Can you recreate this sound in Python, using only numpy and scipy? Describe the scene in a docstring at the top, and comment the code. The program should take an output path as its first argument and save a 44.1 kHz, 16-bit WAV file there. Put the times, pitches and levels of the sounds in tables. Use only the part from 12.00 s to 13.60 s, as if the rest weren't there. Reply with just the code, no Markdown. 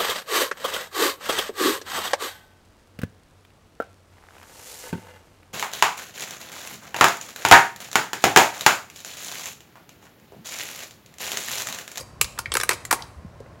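"""Patio: a thin aluminium drink can is crushed by hand.
Each buckle is a sharp crack that runs through the wall, rings the folded facet and its crease and thumps
the hollow can; these are filters driven by a click and a noise swarm. Dull knocks follow as the grip shifts.
Noise tails give the patio's reflections; behind lie filtered-noise garden air, faint wavering hum tones
and a few low sine bumps."""
import sys
import numpy as np
from scipy import signal
from scipy.fft import rfft, irfft
from scipy.io import wavfile
from scipy.ndimage import uniform_filter1d

SR = 44100
rng = np.random.default_rng(int(sys.argv[2]) if len(sys.argv) > 2 else 0)


def wav_record(signal):
    """Record a signal, one row per channel, as 16-bit PCM in the file named by sys.argv[1]."""
    frames = np.transpose(np.atleast_2d(signal))
    bounded = np.clip(frames, -1, 1)
    # unit amplitude maps onto the largest positive 16-bit level
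    quanta = np.round(bounded * 32767).astype(np.int16)
    wavfile.write(sys.argv[1], SR, quanta)


N = 70560
LEAD_S = 0.1  # room ahead of time zero for the earliest buckle
BLOCK = 8192  # samples per short sound
FREQS = np.fft.rfftfreq(BLOCK, 1 / SR) + 1e-6  # Hz, kept off zero
TIME = np.arange(N) / SR


def amp(db):
    """Decibels to gain."""
    return 10 ** (np.asarray(db) / 20)


def colour(points, freqs=FREQS):
    """Gain per frequency, interpolated in dB over log frequency from (Hz, dB) points."""
    hz, db = np.array(points).T
    return amp(np.interp(np.log(np.maximum(freqs, 1)), np.log(hz), db))


def tint(x, points):
    """Filter a sound by (Hz, dB) points."""
    gain = colour(points, np.fft.rfftfreq(len(x), 1 / SR))
    return irfft(rfft(x) * gain)


def resonance(hz, width_hz):
    """Response of one damped resonance, gain 1 at its centre."""
    damping = 1j * FREQS * width_hz
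    return damping / (hz ** 2 - FREQS ** 2 + damping)


def lowpass(hz):
    """Response of a fourth-order low-pass."""
    s = 1j * FREQS / hz
    return 1 / (s * s + np.sqrt(2) * s + 1) / (s * s + s + 1)


def delay(seconds):
    """Phase response of a delay; seconds may vary with frequency."""
    return np.exp(-2j * np.pi * FREQS * seconds)


def swarm(t60_s, rise_s, count):
    """Dense reflections: noise that swells and decays exponentially, unit energy."""
    t = TIME[:count]
    envelope = (1 - np.exp(-t / rise_s)) * np.exp(-np.log(1000) * t / t60_s)
    x = rng.standard_normal(count) * envelope
    return x / np.linalg.norm(x)


def scatter(t60_s, rise_s):
    """Spectrum of a short swarm, its power evened out to gain near 1."""
    spectrum = rfft(swarm(t60_s, rise_s, count=BLOCK))
    return spectrum / np.sqrt(uniform_filter1d(abs(spectrum) ** 2, size=140))


def add(track, at_s, spectrum):
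    """Lay a short sound into the track, with a margin for energy ahead of its onset."""
    margin_s = 0.008
    start = max(int((at_s + LEAD_S - margin_s) * SR), 0)
    track[start:start + BLOCK] += irfft(spectrum * delay(margin_s))


def can():
    """Snaps scatter round the wall, treble first as bending waves, and drive crack, facet, crease and hollow."""
    # Buckles. Each row: start in seconds, crack level in dB, crack cut-off in Hz, facet in Hz,
    # facet filter width in Hz, facet level in dB, crease in Hz, crease level in dB, hollow level in dB,
    # snap T60 in seconds.
    buckles = [ (-.015, 6, 13000, 4680, 300, 8, 6600, -2, -8, 0.01),
               (.008, -13, 13000, 4850, 400, -1, 8100, -16, 4, 0.046),
               (.2127, 12, 15200, 2650, 756, 18, 7300, 21, 12.5, 0.017),
               (0.2442, -4, 9000, 3900, 1800, 3.5, 4500, -3.5, -2.5, 0.028),
               (0.3772, -22, 4450, 1380, 400, 3.5, 3240, -6, -16, 0.017),
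               (0.3885, 3, 12000, 1206, 180, 22, 5260, 8, 0.5, .026),
               (0.4576, -26, 4240, 2020, 525, 11.5, 3800, -3, -9, 0.025),
               (0.5186, 4.5, 5560, 3260, 476, 14, 8060, 10.5, -8, 0.026),
               (0.5393, 2, 14500, 4150, 600, 6, 10500, 11.5, 5, 0.018),
               (0.5527, 2, 12200, 1155, 1100, 17.5, 2200, 2.5, 22.5, 0.0088),
               (0.5692, 7.5, 12000, 1480, 600, 20.5, 7340, 16, 7.5, 0.013),
               (0.6003, 3.5, 9000, 1630, 700, 6, 3870, 12, -1, 0.02),
               (0.6113, -1, 11100, 1670, 600, 9, 3350, 9, -7, 0.012),
               (0.6136, -11, 12000, 1920, 900, 2, 5600, 10.5, -7, 0.015),
               (.6340, 3, 14000, 1250, 650, 15, 8190, 10.5, -12.5, 0.012),
               (.6918, 11, 11500, 2040, 1020, 19, 8360, 15.5, 17, 0.014),
               (0.7031, -8, 11100, 1045, 250, 19.5, 2230, 4.5, 2.5, 0.057),
               (0.7101, -0.5, 10000, 1390, 1100, 14.5, 4490, 10.5, 10, .035),
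               (0.7195, -3, 9000, 1600, 1100, 6.5, 2220, 4.5, 16, .045),
               (0.7317, -1, 10400, 1830, 1200, -3, 4200, -9, 9, 0.067),
               (0.8513, -5.5, 12900, 2010, 400, 3, 7150, 3.5, -1.5, 0.024),
               (0.9085, -11, 6100, 1480, 900, 7, 4200, -10, -8, 0.015),
               (0.911, 10, 13800, 1160, 452, 26, 2220, 10, 11, .025),
               (.9265, 6, 14460, 1000, 610, 18.5, 6080, 13, 20.5, 0.022),
               (0.927, 6, 13500, 980, 480, 24, 9620, 14.5, 6, 0.037),
               (0.9424, -4, 11000, 1140, 258, 6, 8570, -5, 10, 0.059),
               (.989, -22, 6040, 900, 450, -22, 1960, 0, -18, .08),
               (1.005, -29, 6000, 1050, 450, -0.5, 1900, -6, -23, 0.067),
               (1.0221, -28, 6000, 3880, 1300, 0.5, 4810, 4, -22, 0.011), ]
    # Colour of a crack. Each row: frequency in Hz, gain in dB.
    crack_colour = [(220, -11), (420, 0), (720, -3.5), (1150, 3.5), (2250, -0.3), (3050, -2.1),
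                    (4600, -1.56), (6100, -0.75), (8100, -0.1), (10600, 0.8), (12600, -3.3), (15800, 0)]
    # Lasting modes of the can's wall. Each row: frequency in Hz, level in dB, T60 in seconds.
    wall_modes = [(927, 2.5, 0.44), (1101, -0.5, .23), (1237, -4.5, 0.058), (1276, -17.5, .19),
                  (1434, -20, .14), (1604, -10.5, .15), (1642, -5.5, 0.077), (1901, -5, .19),
                  (2088, -9.5, .19), (2228, -2.5, 0.1), (2340, 1.5, 0.04), (4680, -3, .21)]
    hollow_hz, hollow_width_hz = 480, 170
    first_click_db, snap_rise_s, lag_at_1khz_s = -5, 0.00032, 0.00072
    crease_width_share, wall_retune_share = 0.13, 0.012

    out = np.zeros(2 * N)
    crack = colour(crack_colour)
    click = amp(first_click_db)
    hollow = 1
    for widening in (1, 3, 4):
        hollow = hollow * resonance(hollow_hz, widening * hollow_width_hz)
    wall = sum(amp(db) * resonance(hz, np.log(1000) / np.pi / t60_s) for hz, db, t60_s in wall_modes)
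    # group delay falls as 1 / sqrt(frequency); the phase delay is twice that
    bending = delay(2 * lag_at_1khz_s * np.sqrt(1000 / FREQS))
    for (at_s, crack_db, cut_hz, facet_hz, width_hz, facet_db,
         crease_hz, crease_db, hollow_db, t60_s) in buckles:
        sharp, deep = [(click + scatter(t60_s, snap_rise_s)) / np.hypot(1, click) for _ in range(2)]
        facet = resonance(facet_hz, width_hz) * resonance(facet_hz, 4 * width_hz)
        crease = resonance(crease_hz, crease_width_share * crease_hz) ** 2
        body = amp(facet_db) * facet + amp(crease_db) * crease + amp(hollow_db) * hollow
        # every dent retunes the wall a little
        retune = 1 + wall_retune_share * rng.standard_normal()
        ring = np.interp(FREQS * retune, FREQS, wall)
        snap = sharp * amp(crack_db) * crack * lowpass(cut_hz) + deep * body
        add(out, at_s, snap * (1 + ring) * bending)
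    return out


def patio(x):
    """Direct sound plus near reflections and a fainter, longer tail, each a tinted noise swarm."""
    # Near reflections, then far tail. Each row: frequency in Hz, gain in dB.
    near_colour = [(210, 8.5), (620, -7), (1550, -7.5), (4100, 0), (8100, -0.5), (15800, -1)]
    far_colour = [(210, 2.5), (460, 3), (1050, 2), (2100, -2.5), (4100, 0.5), (8100, -4), (15800, -9)]

    def tail(db, t60_s, rise_s, delay_s, points):
        """Impulse response of one delayed, tinted swarm; db is its level ahead of the tint."""
        late = np.roll(swarm(t60_s, rise_s, count=32768), int(delay_s * SR))
        return amp(db) * tint(late, points)

    near = tail(db=-9.5, t60_s=0.11, rise_s=0.001, delay_s=0.0045, points=near_colour)
    far = tail(db=-19, t60_s=0.52, rise_s=0.012, delay_s=0.026, points=far_colour)
    return x + signal.fftconvolve(x, near + far)[:len(x)]


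def walk(rate_hz):
    """Slow random wander: smoothed steps."""
    step = int(SR / rate_hz)
    steps = np.repeat(rng.standard_normal(N // step + 1), step)
    return uniform_filter1d(steps, step)[:N]


def garden():
    """Steady outdoor air as tinted noise, with sine hum tones that wander in pitch."""
    # Air spectrum. Each row: frequency in Hz, relative density in dB.
    air_colour = [(12, -57), (20, -14.5), (61, -2.5), (107, -1.5), (210, -11), (262, -13), (513, -17.5),
                  (574, -13), (873, -19), (1060, -17.5), (1440, -24), (1570, -23.5), (3250, -35),
                  (5380, -37), (16000, -51.5)]
    # Hum tones. Each row: frequency in Hz, RMS level in dB.
    hum_tones = [(119.5, -57.5), (500.6, -66), (941, -87), (1060, -64.5)]
    air_rms_db, hum_wander_hz = -46.5, 1.5

    air = tint(rng.standard_normal(N), air_colour)
    hum = 0
    for hz, db in hum_tones:
        cycles = rng.random() + np.cumsum(hz + hum_wander_hz * walk(rate_hz=14)) / SR
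        hum = hum + amp(db) * np.sqrt(2) * np.sin(2 * np.pi * cycles)
    return air / air.std() * amp(air_rms_db) + hum


def bumps():
    """Low thuds: sines that swell and die quickly."""
    # Each row: start in seconds, frequency in Hz, envelope peak in dB, time to peak in seconds.
    bump_rows = [(0.204, 120, -33.5, 0.0073), (.238, 71.4, -29, 0.0053), (0.476, 101, -35, 0.0067),
                 (0.495, 68, -36.5, 0.019), (1.168, 72.8, -38.5, 0.013), (1.248, 166.4, -29, 0.0026),
                 (1.25, 85, -37.5, .011)]
    out = 0
    for at_s, hz, db, peak_s in bump_rows:
        age = np.maximum(TIME - at_s, 0)
        envelope = age / peak_s * np.exp(1 - age / peak_s)
        out = out + amp(db) * envelope * np.sin(2 * np.pi * hz * age)
    return out


def knocks():
    """Dull little knocks as the grip shifts: a short swarm through a resonance, plus the same swarm low-passed."""
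    # Each row: start in seconds, frequency in Hz, level in dB, level of the low-passed swarm in dB, its cut-off
    # in Hz.
    knock_rows = [(1.402, 422, 10, -27.5, 9000), (1.4601, 603, -4.5, -13.5, 1900)]
    out = np.zeros(2 * N)
    for at_s, hz, db, click_db, cut_hz in knock_rows:
        thud = amp(db) * resonance(hz, width_hz=193) ** 2
        click = amp(click_db) * lowpass(cut_hz)
        add(out, at_s, scatter(t60_s=0.018, rise_s=0.0017) * (thud + click))
    return out


def scene():
    """Can and knocks with the patio's answer, over bumps and garden."""
    lead = int(LEAD_S * SR)
    handled = (can() + knocks())[:lead + N]
    return (patio(handled)[lead:] + bumps() + garden())[None]


def record(dry):
    """The recorder drops the deepest rumble, clips the highest peaks and cuts the top."""
    rumble_cut = signal.butter(3, 32, "high", fs=SR, output="sos")
    top_cut = signal.ellip(10, 0.2, 80, 15750, fs=SR, output="sos")
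    thinned = signal.sosfilt(rumble_cut, dry)
    return signal.sosfilt(top_cut, np.clip(thinned, -1, 1))


dry = scene()
out = record(dry)
wav_record(out)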